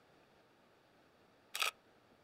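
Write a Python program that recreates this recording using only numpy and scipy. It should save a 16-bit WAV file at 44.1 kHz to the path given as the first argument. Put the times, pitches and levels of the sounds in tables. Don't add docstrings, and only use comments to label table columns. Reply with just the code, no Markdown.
import sys
import numpy as np
from scipy import signal
from scipy.fft import rfft, irfft, next_fast_len
from scipy.io import wavfile
from scipy.ndimage import uniform_filter1d, map_coordinates

SR = 44100
rng = np.random.default_rng(int(sys.argv[2]) if len(sys.argv) > 2 else 0)


def gain_from_db(level_db):
    decades = np.asarray(level_db, float) / 20
    return 10 ** decades


def wav_out(sig):
    wavfile.write(sys.argv[1], SR, np.round(np.clip(np.atleast_2d(sig).T, -1, 1) * 32767).astype(np.int16))


N = 98695


def unit(x):
    return x / np.sqrt(np.mean(x ** 2) + 1e-20)


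def along(points, hz):
    f, value = np.transpose(points)
    return np.interp(np.log(hz + 1), np.log(f + 1), value)


def filtered(x, response):
    size = next_fast_len(N + SR // 2)
    hz = np.fft.rfftfreq(size, 1 / SR)
    return irfft(rfft(x, size) * response(hz), size)[..., :N]


def wobble(rate):
    knots = rng.standard_normal(int(N * rate / SR) + 4)
    return map_coordinates(knots, [np.arange(N) * rate / SR])


# f/Hz, level/dB per Hz
LEAF_SPECTRUM = [(25, -6), (50, -15), (80, 0.5), (500, 1), (1300, -4.5), (2500, -12), (4600, -16),
                 (6500, -27.5)]
# t/s, level/dB, f/Hz
FAR_BUMPS = [
    (0.234, -63, 2510),
    (2.119, -53, 354),
    (2.13, -55, 200),
]
LEAVES_DB, BUMP_T60_S = -68.5, 0.019


def leaves():
    spectrum = [*LEAF_SPECTRUM, (10000, -34), (16000, -50)]
    hush = unit(filtered(rng.standard_normal(N), lambda hz: gain_from_db(along(spectrum, hz))))
    hush = hush * gain_from_db(LEAVES_DB + 0.33 * wobble(1.8) + 0.6 * wobble(25.57))
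    t = np.arange(SR // 10) / SR
    for start, db, hz in FAR_BUMPS:
        bump = gain_from_db(db - 60 * t / BUMP_T60_S) * np.sin(2 * np.pi * hz * t)
        hush[round(start * SR):][:len(t)] += bump
    return hush


# f/Hz, level/dB per Hz
HISS_SPECTRUM = [(300, 1), (5000, -6), (11000, -0.5), (15500, -1.5)]
HISS_DB, TOP_HZ = -91, 15780


def preamp_hiss(shape):
    noise = rng.standard_normal(shape)
    return gain_from_db(HISS_DB) * unit(filtered(noise, lambda hz: gain_from_db(along(HISS_SPECTRUM, hz)) * (hz < TOP_HZ)))


# t/s, level/dB
GEAR_TRAVEL = [(1.537, -74), (1.544, -60), (1.561, -47.5), (1.602, -44.5), (1.609, -53.5), (1.635, -48.5),
               (1.66, -38.5), (1.691, -49), (1.695, -70)]
# f/Hz, level/dB per Hz
RATTLE_SPECTRUM = [(300, -19.5), (750, -2), (1250, -8), (1800, -11), (2600, 2), (4000, -7.5), (6000, -14.5),
                   (15500, -20.5)]
# f/Hz, width/Hz, level/dB
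GEAR_WHINE = [(2920, 124, 2), (5810, 120, 6.5), (7800, 190, 4.5)]
TEETH_PER_S, TOOTH_SPREAD_DB, TOOTH_T60_S = 3500, 3, 0.0087
FADE_DB_PER_S = 500


def gear_response(hz):
    whine = 1
    for centre, width, db in GEAR_WHINE:
        whine = whine + gain_from_db(db) / (1 + ((hz - centre) / width) ** 2)
    return gain_from_db(along([(200, -60), *RATTLE_SPECTRUM], hz)) * whine


def gears():
    contacts = rng.random(N) < TEETH_PER_S / SR
    teeth = contacts * gain_from_db(TOOTH_SPREAD_DB * rng.standard_normal(N))
    decay = gain_from_db(-60 / (TOOTH_T60_S * SR))
    grain = signal.lfilter([1], [1, -decay], teeth) * rng.standard_normal(N)
    t = np.arange(N) / SR
    times, levels = np.transpose(GEAR_TRAVEL)
    db = np.interp(t, times, levels, left=-140) - FADE_DB_PER_S * np.maximum(t - times[-1], 0)
    return unit(filtered(grain, gear_response)) * gain_from_db(db)


DETUNE, SCATTER_DB = 0.013, 2
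RISE_S, CRACK_DB = 0.00071, -6


def ring(modes, t60, t):
    hz, db = np.transpose(modes)[:, :, None]
    weight, detune, phase = rng.standard_normal((3, len(modes), 1))
    partials = gain_from_db(db + SCATTER_DB * weight) * np.sin(2 * np.pi * hz * (1 + DETUNE * detune) * t + 2 * phase)
    crack = unit(uniform_filter1d(rng.standard_normal(len(t)), size=30))
    envelope = gain_from_db(-60 * t / t60) * (1 - np.exp(-(t / RISE_S) ** 2))
    return unit(partials.sum(0)) * (1 + gain_from_db(CRACK_DB) * crack) * envelope


# t/s, level/dB, f/Hz
LATCH_TICKS = [(1.5385, -64, 13500), (1.5515, -42.5, 14650), (1.5518, -41.5, 11250), (1.5993, -35.5, 13220),
               (1.5995, -46, 10700), (1.6145, -40, 14600), (1.6195, -47, 14500), (1.640, -43, 13000),
               (1.658, -49, 14900), (1.687, -48, 10840)]
TICK_T60_S = 0.011


def latches():
    out, t = np.zeros(N), np.arange(SR // 10) / SR
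    for start, db, hz in LATCH_TICKS:
        modes = [(hz, 0), (0.93 * hz, -8), (1.4 * hz, -8)]
        out[round(start * SR):][:len(t)] += gain_from_db(db) * ring(modes, TICK_T60_S, t)
    return out


# t/s, shell level/dB, mirror box level/dB, blade level/dB, shell t60/s
CONTACTS = [(1.5433, -44, -54.5, -58, 0.018), (1.5538, -24.5, -50, -29.5, .014),
            (1.558, -35, -55, -60, 0.0097), (1.561, -43.5, -47.5, -42, .014),
            (1.5648, -36, -43.5, -40, 0.013), (1.5945, -48, -42, -46, 0.014), (1.602, -28, -44, -40, 0.014),
            (1.6092, -44, -57, -60, 0.014), (1.6162, -25.5, -40, -31.5, 0.017),
            (1.6217, -26, -32, -29, 0.02), (1.6265, -28, -28, -52, 0.0067),
            (1.6399, -29.5, -41, -43, 0.011), (1.6431, -25, -40.5, -31, 0.013),
            (1.653, -28.5, -51, -45, 0.016), (1.657, -32, -52, -35, 0.013), (1.6614, -32, -37, -49, 0.013),
            (1.671, -47, -34.5, -44, 0.014), (1.675, -27.5, -42.5, -35, 0.016),
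            (1.6795, -40, -42, -39.5, 0.018), (1.6845, -35.5, -42.5, -46, 0.024),
            (1.6892, -36, -39.5, -36, 0.0061)]
# f/Hz, level/dB
SHELL_MODES = [(2300, -3.5), (2510, 3.5), (2750, -3), (3350, 1), (3750, -1.5), (4700, -6)]
# f/Hz, level/dB
BOX_MODES = [(430, -14), (624, -6.5), (800, -5.5), (1250, 7), (1750, -21)]
# f/Hz, level/dB
BLADE_MODES = [(5600, 0.5), (6750, -1.5), (7800, 1.5), (8750, 1), (9800, -8), (11000, -3.5), (12100, -2),
               (13400, -17), (14500, -12)]
BOX_LONGER, BLADES_LONGER = 2.05, 0.78


def blows():
    out, t = np.zeros(N), np.arange(SR // 10) / SR
    for start, shell_db, box_db, blade_db, t60 in CONTACTS:
        shell = gain_from_db(shell_db) * ring(SHELL_MODES, t60, t)
        box = gain_from_db(box_db) * ring(BOX_MODES, BOX_LONGER * t60, t)
        blades = gain_from_db(blade_db) * ring(BLADE_MODES, BLADES_LONGER * t60, t)
        out[round(start * SR):][:len(t)] += shell + box + blades
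    return out


# f/Hz, t60/s
TRUNK_DECAY = [(300, .25), (3000, 0.12), (12000, 0.027)]
TREES_DB = -19.5


def trees(x):
    hz, t, z = signal.stft(rng.standard_normal(SR // 3), SR, nperseg=256)
    decay = gain_from_db(-60 * t / along(TRUNK_DECAY, hz)[:, None])
    tail = signal.istft(z * decay, SR, nperseg=256)[1]
    return gain_from_db(TREES_DB) * signal.fftconvolve(x, tail / np.linalg.norm(tail))[:N]


# f/Hz, strength/0-1
ECHO_STRENGTH = [(100, 0.4), (1000, 0.83), (2000, 0.54), (7000, 0.92), (10000, 1), (12000, 0.7),
                 (15000, 0.2)]
ECHO_S = 43 / 44100
FEEDBACK = 0.67


def comb(hz):
    echo = along(ECHO_STRENGTH, hz) * np.exp(-2j * np.pi * hz * ECHO_S)
    return (1 - echo) / (1 - FEEDBACK * echo)


def scene():
    camera = gears() + latches() + blows()
    camera = filtered(camera, lambda hz: 1 / (1 + (340 / (hz + 1)) ** 8))
    return (camera + trees(camera) + leaves())[None]


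def band_limit(x):
    return signal.sosfilt(signal.butter(12, 16330, fs=SR, output="sos"), x)


def record(dry):
    sound = filtered(dry, lambda hz: comb(hz) / (1 + (hz / TOP_HZ) ** 80))
    return band_limit(sound + preamp_hiss(dry.shape))


dry = scene()
out = record(dry)
wav_out(out)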